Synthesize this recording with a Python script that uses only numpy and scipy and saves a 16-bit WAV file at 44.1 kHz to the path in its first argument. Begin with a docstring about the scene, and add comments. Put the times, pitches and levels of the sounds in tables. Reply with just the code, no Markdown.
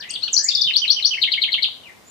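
"""A quiet outdoor hush runs throughout, with faint distant calls near the start and end; over it a house wren
sings close to the stereo microphones in a leafy backyard: scratchy and nasal notes, high sweeps, then three
trills, each lower than the last and each alternating two syllables. Every bird note is a gliding tone.
Decaying noise forms the echoes from trunks and foliage; distant falling calls are heard only through them,
distant rising whistles both directly and through them. Filtered noise makes the hush, and short wavering
tones make soft bumps and far knocks."""
import sys
import numpy as np
from scipy import signal
from scipy.fft import rfft, irfft
from scipy.io import wavfile
from scipy.ndimage import uniform_filter1d

SR = 44100
rng = np.random.default_rng(int(sys.argv[2]) if len(sys.argv) > 2 else 0)


def store_wav(level_fs):
    """Save 16-bit WAV to argv[1]."""
    pcm = np.round(np.clip(np.atleast_2d(level_fs), -1, 1) * 32767)
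    wavfile.write(sys.argv[1], SR, pcm.T.astype(np.int16))


N = 92610  # 2.1 s of samples


def from_db(db):
    """Convert decibels to an amplitude gain."""
    return 10 ** (np.asarray(db) / 20)


def at_hz(points, hz):
    """Interpolate a table of (frequency, value) along a log-frequency axis."""
    table_hz, values = np.transpose(points)
    return np.interp(np.log(np.maximum(hz, 1)), np.log(table_hz), values)


def drift(n, rate):
    """Wander between random values within +-1.6, with `rate` new values per second."""
    values = rng.uniform(-1.6, 1.6, 400)
    return np.interp(np.arange(n) * rate / SR, np.arange(400), values)


def add(out, start, sound):
    """Mix a sound into `out` at `start` seconds."""
    i = int(np.clip(start * SR, 0, N - 1))
    out[..., i:i + sound.shape[-1]] += sound[..., :N - i]


# Spectrum shape of the yard's air, before its overall level is set: (frequency [Hz], level per Hz [dB])
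HUSH_SPECTRUM = [(30, -23.5), (60, -5.5), (130, -1), (1000, -5), (1500, -10), (4500, -13.5), (14000, -23)]
HUSH_DB = -50         # RMS level re full scale [dB]
HUSH_LIKENESS = 0.19  # expected correlation between left and right microphones


def hush():
    """Steady outdoor air: shaped noise, partly alike at both microphones."""
    hz = np.arange(N // 2 + 1) * SR / N
    spectrum = rfft(rng.standard_normal((2, N))) * from_db(at_hz(HUSH_SPECTRUM, hz))
    mid, side = irfft(spectrum, N)
    shared = np.sqrt(1 + HUSH_LIKENESS) * mid
    air = shared + np.sqrt(1 - HUSH_LIKENESS) * np.array([side, -side])
    return from_db(HUSH_DB) * air / air.std()


# Soft low bumps and faint far knocks: (time of peak [s], pitch [Hz], level [dB])
KNOCK_EVENTS = [(.58, 82.4, -53.5), (0.667, 145.5, -45), (1.55, 1020, -40), (1.687, 1093, -40)]
KNOCK_CYCLES = 2.6  # from the peak to 1/e of its level [cycles]


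def knocks():
    """Dull bumps and knocks: a few uneven cycles under a bell-shaped envelope."""
    out = np.zeros(N)
    for time, hz, db in KNOCK_EVENTS:
        cycles = (np.arange(N) / SR - time) * hz
        # The phase wander starts 0.1 s before the peak
        wander = np.roll(drift(N, hz / KNOCK_CYCLES), int(time * SR) - SR // 10)
        envelope = np.exp(-(cycles / KNOCK_CYCLES) ** 2)
        out += from_db(db) * envelope * np.sin(2 * np.pi * cycles + 2 * wander)
    return out


# Echoes from nearby branches, the foliage, one hard surface and the wider yard, before band-pass and balance:
# (delay [s], build-up time constant [s], time to fall 60 dB [s], level [dB])
ECHO_PATHS = [(0.0017, 0.00034, 0.057, -1.5), (0.0093, 0.009, 0.13, -4.5), (0.019, 0.00028, 0.045, -19.5),
              (0.027, 0.018, 0.43, -13)]
SCATTER_LEFT_DB, SCATTER_BAND_HZ = 4.5, (1470, 9400)  # left minus right [dB]; band edges [Hz]


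def foliage(sound, paths):
    """Dense echoes, different at each microphone, build up and die away; leaves return little bass or top."""
    t = np.arange(SR) / SR
    response = np.zeros((2, SR))
    for delay, build, t60, db in paths:
        age = np.maximum(t - delay, 0)
        shape = (1 - np.exp(-age / build)) * from_db(-60 * age / t60)
        shape = shape / np.linalg.norm(shape)
        response += from_db(db) * shape * rng.standard_normal((2, SR))
    band = signal.butter(1, SCATTER_BAND_HZ, "band", fs=SR, output="sos")
    response = signal.sosfilt(band, response)
    balance = from_db(np.array([[.5], [-.5]]) * SCATTER_LEFT_DB)
    return balance * signal.fftconvolve(sound[None], response, axes=1)[:, :N]


WOBBLE, ROUGH_WOBBLE = 0.0068, .024   # scale of pitch drift [share of the pitch]
WOBBLE_PER_S, FLUTTER_DB = 364, 3     # drift values per second; scale of level drift [dB]


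def gesture(rows, wobble, size=70):
    """Smoothed, slightly unsteady pitch and loudness of one note; `size` is the fade in samples."""
    time, hz, db = np.transpose(rows)
    n = max(int((time[-1] - time[0]) * SR), 2 * size)
    t = time[0] + np.arange(n) / SR
    smooth_pitch = uniform_filter1d(np.interp(t, time, hz), size)
    pitch = smooth_pitch * (1 + wobble * drift(n, WOBBLE_PER_S))
    k = np.arange(n)
    to_nearest_end = np.minimum(k, k[::-1])
    fade = np.sin(np.pi / 2 * np.minimum(to_nearest_end / size, 1)) ** 2
    level_db = np.interp(t, time, db) + FLUTTER_DB * drift(n, WOBBLE_PER_S)
    return pitch, fade * from_db(level_db)


# Strength of a whistle's overtones: (overtone frequency [Hz], level relative to the fundamental [dB])
OVERTONE_LEVELS = [(8000, -38), (10500, -65), (13500, -35.5)]


def whistle(pitch):
    """An almost pure tone with two faint overtones, at twice and three times its pitch."""
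    phase = 2 * np.pi * np.cumsum(pitch) / SR
    tone = np.sin(phase)
    for k in (2, 3):
        tone += from_db(at_hz(OVERTONE_LEVELS, k * pitch)) * np.sin(k * phase)
    return tone


# Faint rising whistles farther off, before FAR_WET_DB lifts their echoes: lists of
# (time [s], pitch [Hz], level [dB])
FAR_RISING_NOTES = [
    [(0, 1633, -42), (.07, 2085, -44), (.12, 3340, -35)],
    [(.385, 1620, -43), (.448, 1824, -41.5), (.505, 2760, -40)],
    [(2.045, 6780, -66), (2.088, 7330, -45.5)],
]
FAR_WET_DB = 7.5  # lift of the rising whistles into the echoes [dB]
# Falling calls from behind the trees, before the echoes: lists of (time [s], pitch [Hz], level [dB])
FAR_FALLING_NOTES = [
    [(0, 4280, -28.5), (.025, 1980, -26)],
    [(1.82, 3040, -36.5), (1.885, 1825, -33.5)],
]


def far_birds():
    """Distant rising whistles trail echoes; falling calls reach the microphones only as a smear of echoes."""
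    rises, falls = np.zeros((2, N))
    for out, notes in ((rises, FAR_RISING_NOTES), (falls, FAR_FALLING_NOTES)):
        for rows in notes:
            pitch, level = gesture(rows, ROUGH_WOBBLE)
            add(out, rows[0][0], level * whistle(pitch))
    into_trees = from_db(FAR_WET_DB) * rises + falls
    return rises + foliage(into_trees, ECHO_PATHS[1:])  # without the nearby branches


# Colour of the direct path at each microphone: (frequency [Hz], left level [dB], right level [dB])
DIRECT_COLOUR = [(2380, 1, 2), (3167, -12.5, 3.5), (3695, -2, -22.5), (4297, 8, -2.5), (5290, 5.5, -13.5),
                 (7100, -12.5, 3.5), (8150, 5, -4)]


def direct_path(sound):
    """The direct sound, coloured differently at each microphone."""
    hz = np.arange(N + 1) * SR / (2 * N)
    table = np.array(DIRECT_COLOUR)
    sides_db = [at_hz(table[:, [0, column]], hz) for column in (1, 2)]
    return irfft(rfft(sound, 2 * N) * from_db(sides_db))[:, :N]


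# Syllable shapes by name, before the levels of SONG_ORDER: (time from start [s], pitch [Hz], level [dB])
SYLLABLES = { "squeak": [(0, 7600, -14), (.008, 5700, -8), (.016, 4200, -8)], "pip": [(0, 8600, -12),
             (.009, 7950, -10)], "chip": [(0, 4530, -2.5), (.015, 4550, -17), (.018, 3440, 7),
             (.027, 2770, -2)], "high fall": [(0, 5000, -38), (.014, 8300, -31.5), (.023, 6630, 2),
             (.032, 5750, 1.5), (.04, 4750, -16.5)], "dip": [(0, 4080, -18), (.004, 4500, -2.5),
             (.009, 3935, -15), (.014, 4740, -6), (.022, 6000, -5.5), (.036, 6570, -22)],
             "high slur": [(0, 7300, -31.5), (.011, 8110, -9), (.02, 6870, 4), (.033, 6460, -12)],
             "tick": [(0, 6100, -13), (.008, 4750, 0), (.015, 3950, -6)], "hook": [(0, 3750, -3),
             (.014, 3570, 0), (.019, 3250, -14), (.023, 3600, -9), (.041, 3700, -1)],
             "slur": [(0, 3124, -7), (.013, 3094, -1), (.026, 3000, -3.5), (.034, 2600, -8),
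             (.043, 1820, -24)], "upsweep": [(0, 4520, -27), (.005, 4038, -8), (.019, 3250, -11),
             (.026, 4310, -6.5), (.031, 4395, -1.5), (.039, 5090, -7.5), (.0485, 6110, -6.5)],
             "arch": [(0, 1600, -20), (.006, 2100, -2), (.011, 2280, 0), (.016, 2080, -1),
             (.022, 1650, -20)], "zigzag": [(0, 3534, -36.5), (.004, 4518, -9), (.008, 3698, -0.5),
             (.0115, 4828, -9.5), (.016, 3760, 5.5), (.021, 3493, -1.5), (.026, 3060, 5),
             (.035, 2096, -22)], }
# Syllables with the less steady pitch: names
ROUGH_NAMES = ("squeak", "pip", "chip", "hook", "slur")
# Order of the song, after one faint tick at 0 s that begins the first distant falling call:
# (start time [s], syllable name, level added to its shape [dB])
SONG_ORDER = [ (0, "tick", -32), (0.092, "squeak", -22), (.105, "pip", -16.5), (0.138, "chip", -24.5),
              (0.31, "high fall", -13.5), (0.364, "dip", -7), (0.426, "high slur", -18),
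              (0.4819, "tick", -12.5), (0.501, "hook", -17.5), (.546, "tick", -13.5), (.567, "hook", -15),
              (.611, "tick", -14), (.632, "hook", -17), (0.671, "slur", -14), (0.7342, "upsweep", -8.5),
              (0.816, "slur", -15.5), (.876, "upsweep", -7.5), (0.962, "slur", -17),
              (1.023, "upsweep", -8.5), (1.108, "slur", -15.5), (1.1706, "arch", -26.5),
              (1.213, "zigzag", -13.5), (1.2723, "arch", -24.5), (1.3138, "zigzag", -15),
              (1.373, "arch", -24.5), (1.414, "zigzag", -13), (1.477, "arch", -27.5),
              (1.5169, "zigzag", -15.5), (1.5768, "arch", -25.5), (1.6186, "zigzag", -15)]
BUZZ_HZ, BUZZ_DEPTH = 232, .5  # zigzag pulse rate [Hz] and depth [share of the level]


def whistled_syllables():
    """The far call's opening tick, then the wren's whistled syllables; the zigzag one pulses in level."""
    out = np.zeros(N)
    for start, name, db in SONG_ORDER:
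        wobble = ROUGH_WOBBLE if name in ROUGH_NAMES else WOBBLE
        pitch, level = gesture(SYLLABLES[name], wobble)
        if name == "zigzag":
            t = np.arange(len(level)) / SR
            level = level * (1 - BUZZ_DEPTH * np.cos(2 * np.pi * BUZZ_HZ * t))
        add(out, start, from_db(db) * level * whistle(pitch))
    return out


# Nasal notes: (throat resonance [Hz], list of (time [s], pitch [Hz], level [dB]))
NASAL_NOTES = [(4044, [(.205, 952, -47), (.231, 1393, -23.5), (.241, 1483, -18.5), (.253, 1308, -39)]),
               (3370, [(.273, 1860, -22.5), (.282, 1479, -21), (.29, 1078, -35.5)])]
THROAT_WIDTH_HZ = 406  # offset from the resonance where a partial's gain is halved [Hz]


def nasal_notes():
    """The wren's nasal notes: five harmonics weighted by one throat resonance."""
    out = np.zeros(N)
    for throat_hz, rows in NASAL_NOTES:
        pitch, level = gesture(rows, WOBBLE)
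        partials = np.arange(1, 6)[:, None] * pitch
        gains = 1 / (1 + ((partials - throat_hz) / THROAT_WIDTH_HZ) ** 2)
        phases = 2 * np.pi * np.cumsum(partials, axis=1) / SR
        tone = (gains * np.sin(phases)).sum(axis=0)
        add(out, rows[0][0], level * tone / np.linalg.norm(gains, axis=0))
    return out


def scene():
    """The air of the yard, soft knocks and far birds, with the wren close by, direct and scattered."""
    background = hush() + knocks() + far_birds()
    notes = whistled_syllables() + nasal_notes()
    return background + foliage(notes, ECHO_PATHS) + direct_path(notes)


def record(dry):
    """Clip any peak beyond full scale, then cut the top: 60 dB down from 15.6 kHz."""
    top_cut = signal.cheby2(16, 60, 15600, fs=SR, output="sos")
    return signal.sosfilt(top_cut, np.clip(dry, -1, 1))


dry = scene()
out = record(dry)
store_wav(out)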